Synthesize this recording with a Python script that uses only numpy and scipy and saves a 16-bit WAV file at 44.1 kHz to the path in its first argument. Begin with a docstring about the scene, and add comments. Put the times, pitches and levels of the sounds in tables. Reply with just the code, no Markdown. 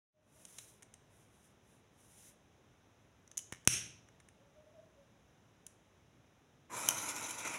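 """A lighter lights a row of matches in a clay dish, close to a phone in a small hard room.
Over room hiss something hoots far off; fingers rub the lighter and its parts tick (from 0.4 s).
The button returns with a rattle (3.5 s), then the striker snaps so hard that the limiter ducks its echo.
More hoots follow. From 6.7 s the heads flare in turn: gas roars and whistles, the melting coating
fizzes and spits, and a few heads pop."""
import sys
import numpy as np
from scipy import signal
from scipy.fft import rfft, irfft, next_fast_len
from scipy.io import wavfile
from scipy.ndimage import uniform_filter1d, minimum_filter1d

SR = 44100
rng = np.random.default_rng(int(sys.argv[2]) if len(sys.argv) > 2 else 0)


def master(y):
    """Save y as 16-bit WAV."""
    cut = np.clip(np.atleast_2d(y).T, -1, 1)
    pcm = np.round(cut * 32767)  # scale
    wavfile.write(sys.argv[1], SR, pcm.astype(np.int16))


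N = 334278
TIME = np.arange(N) / SR
RETURN_S, SNAP_S = 3.5245, 3.6743  # lighter: button return, striker

# crack of a match head: (frequency [Hz], level [dB])
CRACK_SPECTRUM = [(200, -19), (1000, -6.5), (2000, -10.5), (3000, -3), (4000, -11.5), (6200, -1),
                  (7000, -3), (9500, -0.5), (12000, -1.5), (16000, -8.5)]
# its ringing: (frequency [Hz], width [Hz], gain [dB])
CRACK_MODES = [(3040, 150, 7), (6240, 370, -2)]


def undb(db):
    """Decibels to gain."""
    return np.exp(np.asarray(db) * np.log(10) / 20)


def unit(x):
    """Scale to rms 1."""
    return x / np.sqrt(np.mean(x ** 2))


def at_hz(hz, rows, axis=1):
    """Table column, interpolated over log frequency."""
    rows = np.array(rows)
    return np.interp(np.log(hz + 1), np.log(rows[:, 0]), rows[:, axis])


def colour(x, spectrum, size=4096):
    """Minimum-phase filter from (frequency [Hz], gain [dB]) rows."""
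    gain = undb(at_hz(np.fft.rfftfreq(size, 1 / SR), spectrum))
    cepstrum = irfft(np.log(gain))
    cepstrum[1:size // 2] *= 2
    cepstrum[size // 2 + 1:] = 0
    return signal.fftconvolve(x, irfft(np.exp(rfft(cepstrum))))[:len(x)]


def resonate(x, hz, width_hz):
    """One resonance, gain 1 at centre."""
    return signal.lfilter(*signal.iirpeak(hz, hz / width_hz, fs=SR), x)


def rung(x, modes):
    """Sound plus the resonances it excites."""
    return x + sum(undb(db) * resonate(x, hz, width_hz) for hz, width_hz, db in modes)


def walk(rate_hz):
    """Random drift, spread near 1."""
    steps = rng.standard_normal(8192)
    return np.sqrt(3 / 2) * np.interp(TIME * rate_hz, np.arange(len(steps)), steps)


def fall(t, t60_s):
    """Exponential decay; t60 floored at 1 ms."""
    return np.exp(-np.log(1000) * t / max(t60_s, 1e-3))


def swell(peak_s, rise_s, fall_s):
    """Gaussian rise to 1 and fall."""
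    t = TIME - peak_s
    return np.exp(-(t / np.where(t < 0, rise_s, fall_s)) ** 2)


def swells(rows):
    """Power sum of swells: (peak [s], level [dB], rise [s], fall [s])."""
    return np.sqrt(sum((undb(db) * swell(s, rise_s, fall_s)) ** 2 for s, db, rise_s, fall_s in rows))


def add(out, start_s, x):
    """Mix x into out."""
    i = int(start_s * SR)
    out[i:i + len(x)] += x[:N - i]


def grains(rate_hz, spread_db):
    """Random impulses, a few much larger than the rest."""
    sizes = undb(spread_db * np.minimum(rng.exponential(size=N), 5)) * rng.choice([-1, 1], N)
    return unit(sizes * (rng.random(N) < rate_hz / SR))


def burst(spectrum, t60_s, modes=(), rise_s=0.00098, size=4096):
    """Short crack, whitened then coloured; rms 1 over its loudest 3 ms."""
    t = TIME[:size]
    envelope = fall(t, t60_s) * np.clip(t / rise_s, 0, 1)
    bins = rfft(rng.standard_normal(size) * envelope)
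    white = irfft(bins / abs(bins)) * np.sqrt(envelope)
    crack = rung(colour(white, spectrum), modes)
    return crack / np.sqrt(uniform_filter1d(crack ** 2, size=132).max())


def air(hiss_db=-68):
    """Quiet room: restless low rumble under smooth hiss."""
    # room noise: (frequency [Hz], level [dB])
    spectrum = [(25, -19), (50, -5.5), (105, 0), (300, -7), (600, -10), (1000, -14.5), (2000, -19),
                (3800, -23), (6000, -28.5), (8500, -35), (16000, -33.5)]
    rumble = unit(resonate(rng.standard_normal(N), 115, 50)) * undb(-80.5 + 2.2 * walk(9.8))
    hiss = unit(colour(rng.standard_normal(N), spectrum)) * undb(hiss_db + 0.2 * walk(2.885))
    return hiss + rumble


def hoots(droop_hz_per_s=150, waver_depth=0.0306):
    """Far wavering notes, drooping in pitch, blurred by echoes on the way."""
    # hoots: (peak [s], pitch [Hz], level [dB], rise and fall [s])
    notes = [(.16, 614, -66, 0.12), (.38, 609, -69, .04), (4.43, 578, -66, .06), (4.59, 597, -58, 0.035),
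             (4.67, 608, -61, 0.021), (4.775, 652.5, -58, 0.032), (4.99, 582, -62, .045)]
    tone, waver = 0, 1 + waver_depth * walk(60)
    for s, pitch_hz, db, span_s in notes:
        hz = (pitch_hz - droop_hz_per_s * (TIME - s)) * waver
        tone = tone + np.sin(2 * np.pi * np.cumsum(hz) / SR) * undb(db) * swell(s, span_s, span_s)
    echo = rng.standard_normal(SR) * fall(TIME[:SR], t60_s=0.66)
    return tone + undb(-0.5) * signal.fftconvolve(tone, echo / np.linalg.norm(echo))[:N]


def fingers():
    """Skin slides in tiny slips, louder as each stroke speeds up."""
    # skin friction: (frequency [Hz], level [dB])
    skin = [(700, -14), (2000, -6), (3500, -5), (6000, -4), (10000, 2.5), (12500, -1.5), (16000, -8.5)]
    # finger strokes: (fastest at [s], level [dB], rise [s], fall [s])
    strokes = [(.40, -69, .11, 0.12), (.6, -60.5, 0.13, 0.13), (1.19, -73.5, 0.086, 0.098),
               (1.45, -73, .13, 0.064), (1.73, -75, 0.078, 0.064), (2.03, -71.5, 0.066, 0.035),
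               (2.27, -63, 0.19, 0.047)]
    slips = grains(rate_hz=26000, spread_db=3.5) * undb(walk(44.8))
    return unit(colour(slips, skin)) * swells(strokes)


def click(tick_db, body_db, t60_s, tilt_db_per_oct, ring_hz, ring_width_hz=260, ring_db=8):
    """One contact: ringing tick of the struck part plus the duller case."""
    # contact tick: (frequency [Hz], level [dB])
    tick_spectrum = [(1500, -23), (2900, -5), (3800, -8.5), (5500, -6), (6600, 0.5), (7300, -1), (9500, -1),
                     (11200, -3.5), (12500, -10), (16000, -12.5)]
    # lighter case: (frequency [Hz], level [dB])
    body_spectrum = [(50, -17.5), (170, -3), (700, -2.5), (1600, 2), (2900, -4.5), (4500, -11), (8000, -31)]
    # case ringing: (frequency [Hz], width [Hz], gain [dB])
    case_modes = [(1850, 150.2, 3), (2176, 110, 6), (2900, 210, 0), (5400, 200, 3)]
    tilted = [(hz, db + tilt_db_per_oct * np.log2(hz)) for hz, db in tick_spectrum]
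    tick = burst(tilted, t60_s, [(ring_hz, ring_width_hz, ring_db)])
    body = burst(body_spectrum, t60_s, case_modes)
    return undb(tick_db - 1.5) * tick + undb(body_db) * body


def clicks(bounces=4, gap_s=.0115, loss_db=5):
    """Handling clicks and the dying rattle of the returning button."""
    # handling: (time [s], tick [dB], body [dB], t60 [s], tick tilt [dB/oct], ring [Hz])
    contacts = [(0.4512, -47.5, -68, 0.022, -3, 9020), (0.584, -44, -55, 0.053, -3.5, 3990),
                (0.823, -56, -61, 0.025, -2, 8900), (0.8290, -54, -61, 0.023, -1.5, 8950),
                (0.9392, -51.5, -65, 0.016, -2.5, 8460), (3.276, -60, -69, 0.014, -4, 5890),
                (3.3139, -54, -66, .02, -5.5, 6196), (3.3717, -38, -63, 0.056, 1, 6150),
                (3.3769, -33, -58, .018, 2, 6850), (3.3894, -42.5, -62, .025, -1, 3000),
                (3.523, -43.5, -42.5, 0.029, -1, 15000), (3.65, -56.5, -65, 0.015, -0.5, 8600),
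                (4.0865, -65.5, -62, 0.021, -4, 5860), (4.2005, -61, -61, 0.023, -6, 9160),
                (4.2859, -60, -61.5, 0.029, -1, 9150), (5.6650, -45, -69, 0.02, 0.5, 10900)]
    # first bounce: (tick [dB], body [dB], t60 before the floor [s], tick tilt [dB/oct], ring [Hz])
    bounce = (-52, -49.5, -0.02, -4, 5500)
    out = np.zeros(N)
    for s, *contact in contacts:
        add(out, s, click(*contact))
    for k in range(bounces):
        add(out, RETURN_S + (k + 1) * gap_s, undb(-k * loss_db) * click(*bounce))
    return out


def lighter(return_db=-28.5, snap_db=-3.5):
    """The button returns with a soft knock; the spring-loaded striker snaps with a hard one."""
    # lighter knocking in the hand: (frequency [Hz], level [dB], t60 [s])
    knock_modes = [(104.9, -13.5, 0.028), (180.3, -16.5, 0.022), (329.5, -22, .02), (122.4, -38, 0.5)]
    # striker snap: (frequency [Hz], level [dB])
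    striker = [(60, -16), (200, -12), (500, -14), (1000, -9), (1600, -4), (2100, -6), (2700, -2),
               (3800, -11), (5200, -6), (6100, 3), (6900, -9.5), (7600, -5.5), (9300, 0), (12000, -8),
               (16000, -18.5)]
    t = TIME[:SR]
    knock = sum(undb(db) * np.cos(2 * np.pi * hz * t) * fall(t, t60_s) for hz, db, t60_s in knock_modes)
    knock = signal.lfilter(*signal.butter(2, 420, fs=SR), knock)  # keeps only the dull, low thud
    out = np.zeros(N)
    add(out, RETURN_S, undb(return_db) * knock)
    add(out, SNAP_S, undb(snap_db) * burst(striker, t60_s=0.0089))
    add(out, SNAP_S, knock)
    return out


def gas(age_s, flow, roar_db=-44.5, sag_db_per_s=10, jet_rest_db=-56.5):
    """Gas rushes from the heads: a sinking roar and a faint whistle, both swelling with the flow."""
    # gas roar: (frequency [Hz], level [dB])
    spectrum = [(29, -52), (50, -33.5), (113, -6.5), (189, -8.5), (309, -1), (344, -4.5), (384, -7.5),
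                (669, -6), (733, -9), (983, 3), (1150, -7.5), (1450, -2.5), (1710, -13), (2000, -8.5),
                (2600, -34), (4400, -120)]
    roar = unit(colour(rng.standard_normal(N), spectrum))
    roar *= np.hypot(undb(roar_db - sag_db_per_s * age_s), undb(-2) * flow)
    jet = unit(resonate(resonate(rng.standard_normal(N), 2270, 480), 2390, 360))
    return roar + jet * np.hypot(undb(jet_rest_db), flow)


def swirl(x, tilt_db_per_oct, depth_db, count=24):
    """Narrow bands swell and sink independently around a common tilt."""
    size = next_fast_len(N)
    hz, spectrum = np.fft.rfftfreq(size, 1 / SR), rfft(x, size)
    centres_hz = np.geomspace(2400, 14000, count)
    place = np.interp(hz, centres_hz, np.arange(count))
    out = np.zeros(N)
    for k, centre_hz in enumerate(centres_hz):
        band = irfft(spectrum * np.clip(1 - abs(place - k), 0, 1), size)[:N]
        out += band * undb(tilt_db_per_oct * np.log2(centre_hz / 7500) + depth_db * walk(20))
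    return out


def coating(age_s, melt, grow_s=0.09, simmer_db=-53.5, spit_db=-59):
    """The coating fizzes, duller as it melts, and spits in tiny cracks."""
    # fizz: (frequency [Hz], level [dB])
    spectrum = [(1500, -25), (2600, -14), (3030, -2), (3400, -3.5), (3900, 2), (5000, -1.5), (6100, 2),
                (7200, 5), (8500, -2), (11000, 3.5), (12500, -8), (16000, -11)]
    grown = 1 - np.exp(-age_s / grow_s)
    fizz = unit(colour(grains(rate_hz=7000, spread_db=2.5), spectrum))
    fizz = swirl(fizz, tilt_db_per_oct=2.1 - 4.5 * age_s, depth_db=2.5)
    fizz *= np.hypot(undb(simmer_db) * grown, melt) * undb(1.37 * walk(170))
    cracks = colour(grains(rate_hz=90, spread_db=2.1), CRACK_SPECTRUM)
    return fizz + unit(rung(cracks, CRACK_MODES)) * undb(spit_db) * grown


def dish(x, lag_s=.0016, drift=0.069, gain=0.22):
    """Add the clay dish's reflection; its delay drifts as flame and hand move."""
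    return x + gain * np.interp(TIME - lag_s * (1 + drift * walk(4)), TIME, x)


def flare(light_s=6.695, catch_s=0.055):
    """Heads catch in turn; gas and coating share one uneven burn."""
    # match heads: (peak [s], fizz [dB], jet whistle [dB], rise and fall [s])
    heads = [(6.77, -47.5, -68, 0.066), (6.866, -45, -52, 0.083), (6.999, -46.5, -56, 0.058),
             (7.091, -45, -51.5, 0.045), (7.175, -47, -51.5, 0.025), (7.245, -46.5, -50, 0.027),
             (7.31, -53, -57, 0.037), (7.405, -50.5, -55, .03), (7.475, -48.5, -45, 0.054),
             (7.555, -55, -46.5, 0.039)]
    age_s = np.maximum(TIME - light_s, 0)
    caught = np.sqrt(1 - np.exp(-age_s / catch_s))
    melt = swells([(s, fizz_db, span_s, span_s) for s, fizz_db, _, span_s in heads])
    flow = swells([(s, jet_db, span_s, span_s) for s, _, jet_db, span_s in heads])
    sputter = undb(1.13 * walk(55))
    return dish(gas(age_s, flow) + coating(age_s, melt)) * sputter * caught


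def pops():
    """A few heads burst with a short ringing crack."""
    # bursting heads: (time [s], level [dB], t60 [s], ring [Hz])
    cracks = [(6.8869, -19, 0.018, 12700), (6.907, -36, 0.015, 5900), (7.1628, -41, .012, 7100),
              (7.308, -40.5, 0.0084, 10400), (7.4776, -41.5, 0.013, 5800)]
    out = np.zeros(N)
    for s, db, t60_s, ring_hz in cracks:
        add(out, s, undb(db) * burst(CRACK_SPECTRUM, t60_s, CRACK_MODES + [(ring_hz, 350, 7)]))
    return out


def room(x, size=32768, rise_s=.003):
    """Diffuse echo: octaves of noise, each dying at its own rate."""
    # room echo: (band [Hz], level [dB], t60 [s])
    bands = [(101.2, -20, 0.87), (400, -20.5, 0.8), (1000.6, -24, 0.48), (2600, -8.5, 0.51),
             (6100, -9.5, 0.49), (10000, -12.5, 0.24), (15000, -19, .26)]
    t, hz = TIME[:size], np.fft.rfftfreq(size, 1 / SR)
    noise, echo = rfft(rng.standard_normal(size)), 0
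    for centre_hz in 2.0 ** np.arange(6, 15):
        share = np.clip(1 - abs(np.log2((hz + 1) / centre_hz)), 0, 1)
        decay = fall(t, at_hz(centre_hz, bands, axis=2)) * np.clip(t / rise_s, 0, 1)
        octave = undb(at_hz(centre_hz, bands)) * irfft(noise * share)
        echo = echo + octave * decay / np.linalg.norm(decay)
    return signal.fftconvolve(x, echo)[:N]


def scene():
    """Near sounds with their echo, over hoots and room noise."""
    near = clicks() + lighter() + fingers() + flare() + pops()
    return (near + room(near) + hoots() + air())[None]


def limit(x, ceiling_db=-5, release_db_per_s=210, hold_s=.012):
    """Limiter: ducks just ahead of a peak, holds, recovers at a steady rate."""
    over_db = np.maximum(20 * np.log10(abs(x) + 1e-9) - ceiling_db, 0)
    ramp_db = release_db_per_s * TIME
    duck_db = np.maximum.accumulate(over_db + ramp_db) - ramp_db
    duck_db = np.maximum(duck_db, np.interp(TIME - hold_s, TIME, duck_db))
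    return x * uniform_filter1d(minimum_filter1d(undb(-duck_db), size=65), size=65)


def record(dry, low_hz=40, top_hz=15800, start_s=.122, fade_s=0.25):
    """Phone: bass cut, treble colouring, fade-in, limiter, top cut."""
    # microphone port: (frequency [Hz], gain [dB])
    port = [(3900, 0.5), (4400, -10.5), (5100, -1), (6100, 7), (6600, 4.5), (7250, 2.5), (8100, -3),
            (9300, 3), (11000, 0.5), (12000, -3.5), (13800, -10), (15000, -4), (15800, -6)]
    fade_in = np.clip((TIME - start_s) / fade_s, 0, 1)
    x = signal.sosfilt(signal.butter(3, low_hz, "high", fs=SR, output="sos"), dry[0])
    x = limit(colour(x, port) * fade_in)
    return signal.sosfilt(signal.ellip(10, .2, 70, top_hz, fs=SR, output="sos"), x)[None]


dry = scene()
out = record(dry)
master(out)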